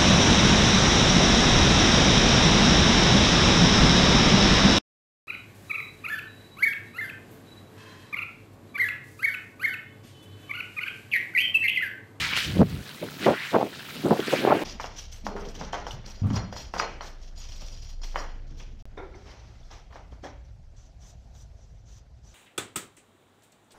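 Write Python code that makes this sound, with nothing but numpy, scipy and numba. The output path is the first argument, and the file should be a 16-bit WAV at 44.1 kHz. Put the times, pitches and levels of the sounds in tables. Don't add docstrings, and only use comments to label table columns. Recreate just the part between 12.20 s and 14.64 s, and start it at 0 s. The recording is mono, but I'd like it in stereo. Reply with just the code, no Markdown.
import sys
import numpy as np
from scipy import signal
from scipy.fft import rfft, irfft
from scipy.io import wavfile
from scipy.ndimage import uniform_filter1d, minimum_filter1d
from numba import njit

SR = 44100
rng = np.random.default_rng(int(sys.argv[2]) if len(sys.argv) > 2 else 0)


def wav_out(sig):
    wavfile.write(sys.argv[1], SR, np.round(np.clip(np.atleast_2d(sig).T, -1, 1) * 32767).astype(np.int16))


N = 107471
T = np.arange(N) / SR

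# t/s, level/dB
RUNOFF_LEVEL = [(0, -46), (.45, -44.5), (.75, -43), (1.0, -42), (1.25, -45), (1.5, -46), (1.7, -41.5),
                (1.95, -41), (2.44, -41.5)]
# f/Hz, level/dB
TRICKLE_SPECTRUM = [(40, -6), (150, 14), (400, 3.5), (800, -1.5), (1600, -4), (2500, 1), (4000, 1),
                    (6000, -6), (10000, -9), (15500, -9.5)]
# t/s, left level/dB, right level/dB
RUMBLE_LEVEL = [(0, -36.5, -30.5), (.08, -58, -37), (.25, -39.5, -40), (.275, -27, -30), (.35, -26, -31),
                (.385, -45, -16.5), (.412, -20, -8), (.435, -29, -14), (.455, -37, -19), (.49, -52, -30),
                (.54, -39, -24), (.615, -40.5, -32.5), (.64, -77, -76), (.8, -85, -87)]
# f/Hz, level/dB
RUMBLE_SPECTRUM = [(20, -30), (45, -2), (90, 4), (190, -1), (300, -10.5), (600, -26), (1200, -38),
                   (3000, -58)]
# t/s, level/dB before FLUTTER_DB and lumps, upper edge f/Hz before lumps
GUST_CURVES = [
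    [(.35, -20, 200), (.385, -27.5, 200), (.405, -9.5, 180), (.42, -10, 220), (.433, -13, 280),
     (.45, -49, 250)],
    [(.81, -48, 300), (.83, -32.5, 547), (.86, -37.5, 406), (.92, -49, 240)],
    [(.94, -50, 249), (1.0, -36, 252), (1.056, -28.5, 360), (1.068, -13, 650), (1.086, -11.5, 670),
     (1.11, -15.5, 520), (1.135, -25, 490), (1.18, -45, 350)],
    [(1.315, -41, 370), (1.338, -22, 614), (1.357, -12.5, 960), (1.376, -19.5, 500), (1.42, -24, 680),
     (1.445, -22.5, 587), (1.47, -33.5, 427), (1.54, -47.5, 302)],
    [(1.69, -55, 255), (1.76, -39, 233), (1.835, -40.5, 276), (1.85, -18.5, 397), (1.885, -17.5, 400),
     (1.915, -17, 479), (1.95, -17.5, 560), (1.98, -35.5, 530), (2.01, -23, 416), (2.055, -55, 300)],
    [(2.065, -35, 292), (2.115, -30.5, 405), (2.138, -18.5, 574), (2.17, -28.5, 437), (2.255, -22.5, 505),
     (2.277, -14, 870), (2.3, -18.5, 620), (2.325, -15.5, 1110), (2.34, -18, 620), (2.39, -29, 660),
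     (2.46, -17, 617)],
]
# peak t/s, peak level/dB before EDDY_DB and filters, f/Hz before wobble, swell time/s
EDDY_EVENTS = [(0.128, -20, 191, 0.0021), (.371, -8.5, 224, 0.0017), (.407, -0.5, 175, 0.012),
               (.416, 2, 587, 0.001), (0.419, 8, 268, 0.0027), (.43, 4, 437, 0.00076),
               (.83, -18.5, 524, 0.0021), (0.849, -29, 383, 0.002), (1.0645, -4, 375, 0.0023),
               (1.0655, -6.5, 1300, 0.00053), (1.08, -3, 470, 0.00088), (1.084, -2.5, 554, 0.0032),
               (1.093, -6, 316, 0.0032), (1.138, -9.5, 610, 0.0008), (1.345, -7, 800, 0.00038),
               (1.354, -3, 630, 0.0021), (1.358, -10, 430, 0.0018), (1.364, 0, 484, 0.001),
               (1.386, -7, 650, 0.0014), (1.413, -8.5, 800, .002), (1.429, -1.5, 680, 0.0007),
               (1.848, -13.5, 290, 0.0043), (1.866, -11, 387, 0.0018), (1.909, -10.5, 1190, 0.00038),
               (1.91, 1, 520, 0.00054), (1.915, 0, 283, 0.0023), (1.932, -9, 500, 0.0013),
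               (1.996, -7, 394, 0.0024), (2.083, -11, 287, 0.0014), (2.138, -5, 547, 0.0033),
               (2.251, 2, 505, 0.00074), (2.274, -4.5, 734, 0.0012), (2.278, -7.5, 390, 0.0042),
               (2.316, -10.5, 902, .004), (2.324, 2.5, 794, 0.0017), (2.327, -9.5, 1310, 0.0022),
               (2.329, 5.5, 556, 0.0011), (2.37, -11, 380, 0.0021)]
# t/s, level/dB
LEFT_EXPOSURE_LEVEL = [(.45, -28), (.82, 11), (1.07, -3), (1.8, 2.5), (1.92, -2.5), (2.44, 1.5)]
# t/s, peak level/dB, f/Hz
LONE_DROPS = [(.135, -15, 2390), (0.166, -12.5, 2820), (.382, -28.5, 3400), (.693, -28.5, 3960),
              (0.917, -40, 1440), (1.046, -20, 1950), (1.596, -32, 1630), (2.003, -21.5, 3200),
              (2.107, -23, 1520)]
# peak t/s, rise/s, fall/s, level/dB before SLOSH_DB, f/Hz at the peak
SLOSH_EVENTS = [(.065, 0.038, 0.039, -22, 2140), (.172, 0.053, 0.041, -21, 2500),
                (1.07, 0.0075, 0.07, -30.5, 1880), (1.242, 0.11, 0.062, -30.5, 1800),
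                (2.14, 0.066, 0.15, -29.5, 2140), (2.38, 0.28, 0.095, -33, 1730)]
# peak t/s, rise/s, fall/s, level/dB
SCRAPE_EVENTS = [(.03, 0.15, 0.12, -30), (0.174, 0.0088, 0.097, -27.5), (.37, 0.019, 0.025, -55),
                 (1.042, 0.025, 0.074, -32), (1.3, 0.061, 0.075, -40), (1.8, 0.29, 0.21, -46.5),
                 (2.133, 0.085, 0.04, -35.5), (2.191, 0.05, 0.061, -35)]
# f/Hz, level/dB
BRISTLE_SPECTRUM = [(300, -66), (700, -36), (1100, -12.5), (1700, -3), (3000, 0), (4200, -3.5),
                    (5500, -8.5), (8000, -14.5), (11000, -21), (15500, -22.5)]
# f/Hz, correlation
LIKENESS_SPECTRUM = [(100, .6), (700, .8), (1500, .94), (3000, .91), (5000, .6), (7000, .25), (15000, 0)]
# f/Hz, level/dB
BALANCE_SPECTRUM = [(100, -2.5), (900, 1.5), (2400, -1.5), (4400, -4), (8000, 2.5), (15000, 3)]
# delay t/s, level/dB
ECHO_TAPS = [(.0031, -33), (.0083, -27.5), (0.0136, -19), (0.027, -20.5)]

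DROPS_PER_S, DROP_SPREAD_DB, DROPS_DB, DROP_CYCLES = 380, 4.0, -8, 26
TICKS_PER_S, TICK_SPREAD_DB, TICK_LOW_HZ, TICKS_DB = 33, 13.5, 7000, -35
LONE_DROP_CYCLES = 32
SLOSH_OCTAVES_PER_S, SLOSH_Q, SLOSH_DB = 0.84, 1.86, -5.5
PATCHY_DB, PATCHY_PER_S = 2, 17.5
FLICKS_PER_S, FLICK_SPREAD_DB = 3500, 3
SPATTER_PER_S, SPATTER_DB, SPATTER_CYCLES = 900, -7, 12
FLUTTER_DB, FLUTTER_LOW_HZ, FLUTTER_Q, EVEN_S = 0.5, 175, 1.31, 0.054
LUMPS_DB, LUMPS_PER_S, EDGE_OCTAVES_PER_DB = 1.69, 58, 0.1353
WHIRLS_PER_S, WHIRL_SPREAD_DB, SMOOTH_AIR_DB = 800, 2.0, -6
WIND_LEFT_DB, WIND_LEFT_OWN_DB = 2.5, -19.5
LEFT_LAG_RAD, LEFT_EDGE_HZ, WIND_LOW_HZ = 0.3, 143, 108
EDDY_DB, EDDY_WOBBLE_RAD, EDDY_WOBBLE_PER_S = -1, 0.55, 370
EDDY_LOW_HZ, EDDY_EDGE_HZ = 129, 1720
SNAP_DB, SNAP_HZ, SNAP_CYCLES = -8, 1280, 2.5
LEFT_LEADS_S = .00004
CEILING, RELEASE_DB_PER_S, LIMITER_ATTACK_S = 0.98, 75, 0.001
LOW_CUT_HZ, CUTOFF_HZ = 44, 15900


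def from_db(db):
    return 10 ** (np.asarray(db) / 20)


def rms_one(x):
    return x / np.sqrt(np.mean(x ** 2) + 1e-20)


def in_time(rows):
    s, *columns = np.transpose(rows)
    return [np.interp(T, s, c) for c in columns]


def per_bin(points):
    hz, value = np.transpose(points)
    return np.interp(np.log(np.fft.rfftfreq(N, 1 / SR) + 1), np.log(hz), value)


def coloured(x, spectrum):
    return rms_one(irfft(rfft(x) * from_db(per_bin(spectrum)), N))


def butter(x, hz, kind, order=2):
    sos = signal.butter(order, min(hz, SR / 2 - 1), kind, fs=SR, output="sos")
    return signal.sosfilt(sos, x)


def evened(x):
    size = int(EVEN_S * SR)
    power = uniform_filter1d(uniform_filter1d(x ** 2, size), size // 2)
    return x / np.sqrt(power + 1e-12)


@njit
def moving_filter(x, hz, q):
    low, band = np.zeros(len(x)), np.zeros(len(x))
    s1, s2 = 0., 0.
    for i in range(len(x)):
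        g = np.tan(np.pi * hz[i] / SR)
        band[i] = (s1 + g * (x[i] - s2)) / (1 + g * (g + 1 / q))
        low[i] = s2 + g * band[i]
        s1, s2 = 2 * band[i] - s1, 2 * low[i] - s2
    return low, band


def ring(x, hz, cycles):
    r = np.exp(-np.log(1000) * hz / (cycles * SR))
    w = 2 * np.pi * hz / SR
    return signal.lfilter([0, np.sin(w)], [1, -2 * r * np.cos(w), r * r], x + 1e-18)


def strike(s, db):
    return from_db(db) * (np.arange(N) == int(s * SR))


def clicks(per_s, spread_db):
    sizes = from_db(spread_db * np.minimum(rng.exponential(1, (2, N)), 5))
    return sizes * rng.choice([-1, 1], (2, N)) * (rng.random((2, N)) < per_s / SR)


def bubbles(per_s, cycles, low_hz, high_hz, count=28):
    born = clicks(per_s, DROP_SPREAD_DB)
    dealt = rng.integers(0, count, N)
    pitches_hz = np.geomspace(low_hz, high_hz, count)
    return rms_one(sum(ring(born * (dealt == k), hz, cycles) for k, hz in enumerate(pitches_hz)))


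def swell(peak_s, rise_s, fall_s):
    before = np.minimum(T - peak_s, 0) / rise_s
    after = np.maximum(T - peak_s, 0) / fall_s
    return np.exp(-before ** 2 / 2 - after)


def drift(per_s):
    r = np.exp(-80 * np.pi * per_s / SR)
    slow = signal.lfilter([1], [1, -2 * r, r * r], rng.standard_normal(N // 40 + 502))[500:]
    return np.interp(np.arange(N) / 40, np.arange(len(slow)), rms_one(slow))


def patchy(x, count=12):
    log_hz = np.log(np.fft.rfftfreq(N, 1 / SR) + 1)
    place = np.interp(log_hz, np.log([700, 15000]), [0, count - 1])
    spectrum, out = rfft(x), 0
    for k in range(count):
        band = irfft(spectrum * np.maximum(1 - abs(place - k), 0), N)
        out = out + band * from_db(PATCHY_DB * drift(PATCHY_PER_S))
    return out


def yard(pair):
    mid, side = rfft(pair)
    alike = np.clip(per_bin(LIKENESS_SPECTRUM), -1, 1)
    sign = np.array([[1], [-1]])
    lead = np.exp(1j * np.pi * np.fft.rfftfreq(N, 1 / SR) * LEFT_LEADS_S * sign)
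    balance = from_db(sign * per_bin(BALANCE_SPECTRUM) / 2)
    spread = np.sqrt(1 + alike) * mid + sign * np.sqrt(1 - alike) * side
    return irfft(spread * lead * balance, N) / np.sqrt(2)


def walls(x):
    echoes = 0
    for s, db in ECHO_TAPS:
        echoes = echoes + from_db(db) * np.pad(x, ((0, 0), (int(s * SR), 0)))[:, :N]
    return x + echoes


def runoff():
    level_db, = in_time(RUNOFF_LEVEL)
    crackle = coloured(clicks(per_s=6000, spread_db=3.5), TRICKLE_SPECTRUM)
    drops = bubbles(DROPS_PER_S, DROP_CYCLES, low_hz=1310, high_hz=4440)
    ticks = rms_one(butter(clicks(TICKS_PER_S, TICK_SPREAD_DB), TICK_LOW_HZ, "high"))
    return from_db(level_db) * (crackle + from_db(DROPS_DB) * drops + from_db(TICKS_DB) * ticks)


def rumble():
    noise = coloured(rng.standard_normal((2, N)), RUMBLE_SPECTRUM)
    return from_db(in_time(RUMBLE_LEVEL)) * evened(noise)


def eddies():
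    wobble = EDDY_WOBBLE_RAD * drift(EDDY_WOBBLE_PER_S)
    swings, crests = 0, 0
    for s, db, hz, length_s in EDDY_EVENTS:
        tone = np.sin(2 * np.pi * hz * (T - s) + wobble)
        swings = swings + from_db(db + EDDY_DB) * swell(s, length_s, length_s) * tone
        crests = crests + strike(s, db + SNAP_DB)
    snaps = ring(crests, SNAP_HZ, SNAP_CYCLES)
    return butter(butter(swings + snaps, EDDY_EDGE_HZ, "low"), EDDY_LOW_HZ, "high")


def gusts():
    level_db, edge_hz = in_time([row for gust in GUST_CURVES for row in gust])
    gates = sum((T > gust[0][0]) & (T < gust[-1][0]) for gust in GUST_CURVES)
    blowing = uniform_filter1d(1. * gates, size=300)
    lumps_db = LUMPS_DB * np.clip(drift(LUMPS_PER_S), -3, 1.3)
    edge_hz = np.clip(edge_hz * 2 ** (EDGE_OCTAVES_PER_DB * lumps_db), 50, 5000)

    smooth_air = from_db(SMOOTH_AIR_DB) * rng.standard_normal((2, N))
    whirls = rms_one(clicks(WHIRLS_PER_S, WHIRL_SPREAD_DB)) + smooth_air
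    air = butter(whirls, FLUTTER_LOW_HZ, "high")
    air = np.array([moving_filter(row, edge_hz, FLUTTER_Q)[0] for row in air])
    air = evened(butter(air, hz=1320, kind="low"))
    right, left_own = air * from_db(level_db + lumps_db + FLUTTER_DB) * blowing
    right = right + eddies()

    dull = signal.hilbert(butter(right, LEFT_EDGE_HZ, "low", order=1))
    lagged = np.real(dull * np.exp(-1j * LEFT_LAG_RAD))
    left = from_db(WIND_LEFT_DB) * lagged + from_db(WIND_LEFT_OWN_DB) * left_own
    exposure_db, = in_time(LEFT_EXPOSURE_LEVEL)
    return butter(np.array([left * from_db(exposure_db), right]), WIND_LOW_HZ, "high")


def lone_drops():
    return sum(ring(strike(s, db), hz, LONE_DROP_CYCLES) for s, db, hz in LONE_DROPS)


def sloshes():
    out = 0
    for s, rise, fall, db, hz in SLOSH_EVENTS:
        centre_hz = hz * 2 ** np.clip(SLOSH_OCTAVES_PER_S * (T - s), -.5, .5)
        splashes = butter(clicks(per_s=5000, spread_db=2.0), hz=3770, kind="low")
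        splashes = butter(splashes, hz=860, kind="high")
        water = np.array([moving_filter(row, centre_hz, SLOSH_Q)[1] for row in splashes])
        out = out + from_db(db + SLOSH_DB) * swell(s, rise, fall) * rms_one(water)
    return out


def bristles():
    push = sum(from_db(db) * swell(s, rise, fall) for s, rise, fall, db in SCRAPE_EVENTS)
    flicks = coloured(clicks(FLICKS_PER_S, FLICK_SPREAD_DB), BRISTLE_SPECTRUM)
    spatter = bubbles(SPATTER_PER_S, SPATTER_CYCLES, low_hz=1360, high_hz=4130)
    return push * (flicks + from_db(SPATTER_DB) * spatter)


def scene():
    water = yard(patchy(runoff() + sloshes() + bristles()))
    return rumble() + gusts() + walls(water + lone_drops())


def record(dry):
    over_db = 20 * np.log10(np.maximum(np.abs(dry).max(axis=0) / CEILING, 1))
    release_db = RELEASE_DB_PER_S * T
    duck_db = np.maximum.accumulate(over_db + release_db) - release_db
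    size = int(LIMITER_ATTACK_S * SR) + 1
    gain = uniform_filter1d(minimum_filter1d(from_db(-duck_db), size), size)
    top_cut = signal.ellip(12, .1, 80, CUTOFF_HZ, fs=SR, output="sos")
    return signal.sosfilt(top_cut, butter(dry * gain, LOW_CUT_HZ, "high"))


dry = scene()
out = record(dry)
wav_out(out)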